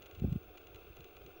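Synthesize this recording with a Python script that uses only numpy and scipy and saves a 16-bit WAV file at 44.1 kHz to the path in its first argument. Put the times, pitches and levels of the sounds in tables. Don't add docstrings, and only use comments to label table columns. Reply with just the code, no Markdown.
import sys
import numpy as np
from scipy import signal
from scipy.fft import rfft, irfft
from scipy.io import wavfile
from scipy.ndimage import uniform_filter1d

SR = 44100
rng = np.random.default_rng(int(sys.argv[2]) if len(sys.argv) > 2 else 0)


def int16_out(signal):
    q = np.round(np.clip(np.atleast_2d(signal).T, -1, 1) * 32767)
    wavfile.write(sys.argv[1], SR, q.astype(np.int16))


def invert_db(level):
    return 10 ** (np.asarray(level, dtype=float) / 20)


N = 61739


def rms_one(x):
    return x / np.sqrt(np.mean(x ** 2) + 1e-20)


def drift(rate_hz):
    pole = np.exp(-2 * np.pi * rate_hz / SR)
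    white = rng.standard_normal(N + SR // 2)
    settled = signal.lfilter([1], [1, -2 * pole, pole * pole], white)[SR // 2:]
    return rms_one(settled)


def ring(hz, t60_s, swell_s):
    t = np.arange(SR // 10) / SR
    swell = (1 - np.exp(-t / max(swell_s, 1e-5))) ** 2
    decay = invert_db(-60 * t / t60_s)
    return swell * decay * np.sin(2 * np.pi * hz * t)


def add(out, start_s, sound):
    i = max(int(start_s * SR), 0)
    out[i:i + len(sound)] += sound[:N - i]


def casing_modes():
    # pitch_hz, level_db (relative), t60_s, swell_s
    mode_table = [(1146, -9.5, 0.035, 0.0024), (1350, -13, .04, 0.00059), (2071, -9.5, 0.03, 0.0014),
                  (2466, 0, 0.011, 0.00034), (2786, 0, 0.019, 0.00073), (3430, -2, 0.017, 0.00088),
                  (4016, -12, 0.023, 0.00019), (4483, -14.5, 0.018, 0.00026), (6050, 9.5, 0.0077, 0.0027),
                  (6835, 8.5, 0.0087, .003), (7970, -27, 0.013, 0.00024), (9200, -23.5, 0.013, 0.00033),
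                  (10800, -23.5, 0.0095, .0003), (12050, -20, 0.0096, .0003), (12450, -23, 0.013, .0003),
                  (13700, -29, 0.0088, .0002), (5380, -23.5, 0.02, 0.00028), (7600, -29.5, 0.0094, .0002)]
    return np.array([invert_db(level_db) * ring(hz, t60_s, swell_s) for hz, level_db, t60_s, swell_s in mode_table])


def wash():
    level_db, flicker_db, flicker_hz = -58, 1.14, 40
    # (relative, per Hz)
    spectral_curve = np.array([(30, -3.5), (150, -17.5), (260, -20), (600, -8.5), (850, -16.5),
                               (1800, -30.5), (4600, -32.5), (5100, -36), (7300, -42.5), (10000, -45),
                               (14431, -46), (14520, -61), (15120, -63), (15161, -33.5), (15500, -44),
                               (15801, -33), (15880, -85.5)])
    # (relative, per Hz)
    resonances = [(355, 99.5, 0), (423, 59, -1.5), (470, 83, -3), (737, 63, -6), (1169, 80, -16.5),
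                  (1398, 338, -12.5), (2155, 160, -20), (2439, 203, -14), (2670, 254, -12.5),
                  (3140, 64, -16), (3454, 270, -18.5), (3763, 100, -22.5), (4370, 220, -31),
                  (6260, 690, -33.5), (6710, 200, -38.5), (9370, 120, -43), (11200, 233, -46.5),
                  (12200, 310, -38.5), (12700, 310, -40), (14250, 300, -44)]
    hz = np.arange(1, N // 2 + 2) * SR / N
    curve_db = np.interp(np.log(hz), np.log(spectral_curve[:, 0]), spectral_curve[:, 1])
    power = invert_db(2 * curve_db)
    for centre_hz, width_hz, density_db in resonances:
        detuning = 2 * (hz - centre_hz) / width_hz
        power = power + invert_db(2 * density_db) / (1 + detuning ** 2) ** 2
    noise = irfft(rfft(rng.standard_normal(N)) * np.sqrt(power), N)
    return invert_db(level_db + flicker_db * drift(flicker_hz)) * rms_one(noise)


def whine():
    # pitch_hz, level_db (rms)
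    tones = [(15634.8, -64.8)]
    t = np.arange(N) / SR
    return sum(invert_db(level_db) * np.sqrt(2) * np.sin(2 * np.pi * hz * t) for hz, level_db in tones)


def band_noise(white, low_hz, top_hz):
    band = signal.butter(2, [low_hz, top_hz], "band", fs=SR, output="sos")
    return rms_one(signal.sosfilt(band, white)[SR // 2:])


def wind():
    low_hz, calm_top_hz, top_hz_per_db = 41.8, 90, 4.0
    even_samples = int(.05 * SR)
    # time_s, level_db
    level_curve = [(0, -61), (.042, -61), (.092, -72), (.15, -59.5), (.21, -45), (.25, -34), (.35, -59),
                   (.375, -52), (.392, -63.5), (.49, -56.5), (.56, -73), (.7, -58.5), (.758, -60.5),
                   (.786, -68), (.876, -61), (.96, -62.5), (1.03, -60), (1.09, -70), (1.19, -61),
                   (1.28, -56.5), (1.342, -72), (1.4, -70)]
    level_db = np.interp(np.arange(N) / SR, *np.transpose(level_curve))
    range_db = level_db.max() - level_db.min()
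    strength = (level_db - level_db.min()) / range_db
    calm_hz, strong_hz = np.clip(calm_top_hz + top_hz_per_db * np.array([0, range_db]), 60, 2000)
    white = rng.standard_normal(N + SR // 2)
    dull = band_noise(white, low_hz, calm_hz)
    bright = band_noise(white, low_hz, strong_hz)
    low = (1 - strength) * dull + strength * bright
    running_power = uniform_filter1d(uniform_filter1d(low ** 2, even_samples), even_samples)
    even = low / np.sqrt(running_power + 0.016)
    return signal.sosfilt(signal.butter(2, 180, fs=SR, output="sos"), invert_db(level_db) * even)


def chatter():
    jolts_per_s, level_db, spread_db = 140, -69, 2.0
    happens = rng.random(N) < jolts_per_s / SR
    strength = invert_db(level_db + spread_db * rng.standard_normal(N))
    jolts = happens * strength * rng.choice([-1, 1], N)
    return signal.fftconvolve(jolts, casing_modes().sum(axis=0))[:N]


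def ticks():
    level_db, spread_db = -49, 1.0
    step_times = [.0203, .0252, .0580, .0631, .1110, .1491, .1970, .3257, .5733, .5784, .6690, .7449, .7581,
                  .9670, 1.0049, 1.0428, 1.1666, 1.2624]
    modes = casing_modes()
    for_each_mode = rng.standard_normal((len(step_times), len(modes)))
    out = np.zeros(N)
    for start_s, chance in zip(step_times, for_each_mode):
        add(out, start_s, invert_db(level_db + spread_db * chance) @ modes)
    return out


def thumps():
    # centre_s, level_db (envelope peak before the low cut), pitch_hz, length_cycles
    puffs = [(0.141, -56, 96.5, 1.9), (.189, -46.5, 90, 2.1), (0.2233, -22.5, 121.4, 0.45),
             (.222, -38, 335, 0.96), (0.2367, -35, 168, 1.5), (.243, -27.5, 334, 0.85),
             (0.2466, -21.5, 140, .9), (.251, -30.5, 232, 0.89), (.2405, -51, 565, 0.92),
             (0.2503, -43, 630, 1.53), (.261, -36.5, 81, 1), (.276, -36, 210, 1.23), (.286, -25, 92, 0.52),
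             (0.3, -39, 106.4, 2.4), (0.3244, -23.5, 135.6, 0.91), (.331, -34, 188, .8),
             (.345, -40, 75, 0.74), (0.3606, -39.5, 374, 1.87), (0.36, -25, 163, 0.82),
             (0.367, -33.5, 77, 1.0), (0.753, -52.5, 90, 1.7), (0.904, -45, 71.4, 0.49), (1.0, -48, 132, 1),
             (1.024, -50, 55.6, 1.0), (1.253, -52.5, 125, 1.2)]
    t = np.arange(N) / SR
    out = np.zeros(N)
    for centre_s, level_db, hz, length_cycles in puffs:
        turns = (t - centre_s) * hz
        envelope = np.exp(-(2 * turns / length_cycles) ** 2 / 2)
        out += invert_db(level_db) * envelope * np.cos(2 * np.pi * turns - np.pi / 4)
    return out


def low_cut(x):
    return signal.sosfilt(signal.butter(2, 35.0, "high", fs=SR, output="sos"), x)


def pinpricks():
    # start_s, level_db (before swell and decay), pitch_hz
    high_ticks = [(0.3721, -67, 12500), (0.9656, -57, 13300)]
    out = np.zeros(N)
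    for start_s, level_db, hz in high_ticks:
        add(out, start_s, invert_db(level_db) * ring(hz, t60_s=0.0088, swell_s=.0001))
    return out


def chirps():
    fall_hz_per_s, flutter_db, flutter_hz = 8000, 4.0, 150
    # centre_s, level_db (before flutter), pitch_hz (at centre), length_s
    whistles = [(.433, -79, 6200, .016), (.484, -80, 5950, .012), (.517, -78, 5850, .012),
                (1.353, -80, 6400, .009), (1.365, -79, 5750, .009), (1.379, -79, 5600, .011)]
    out = np.zeros(N)
    for centre_s, level_db, hz, length_s in whistles:
        t = np.arange(N) / SR - centre_s
        envelope = np.exp(-(2 * t / length_s) ** 2)
        phase = 2 * np.pi * (hz - fall_hz_per_s * t / 2) * t
        out += invert_db(level_db) * envelope * np.sin(phase)
    return invert_db(flutter_db * drift(flutter_hz)) * out


def scene():
    air = low_cut(wind() + thumps())
    motor = chatter() + ticks() + pinpricks()
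    return (wash() + whine() + air + motor + chirps())[None]


def low_pass(x):
    return signal.sosfilt(signal.butter(12, 16560, fs=SR, output="sos"), x)


def record(dry):
    return low_pass(dry)


dry = scene()
out = record(dry)
int16_out(out)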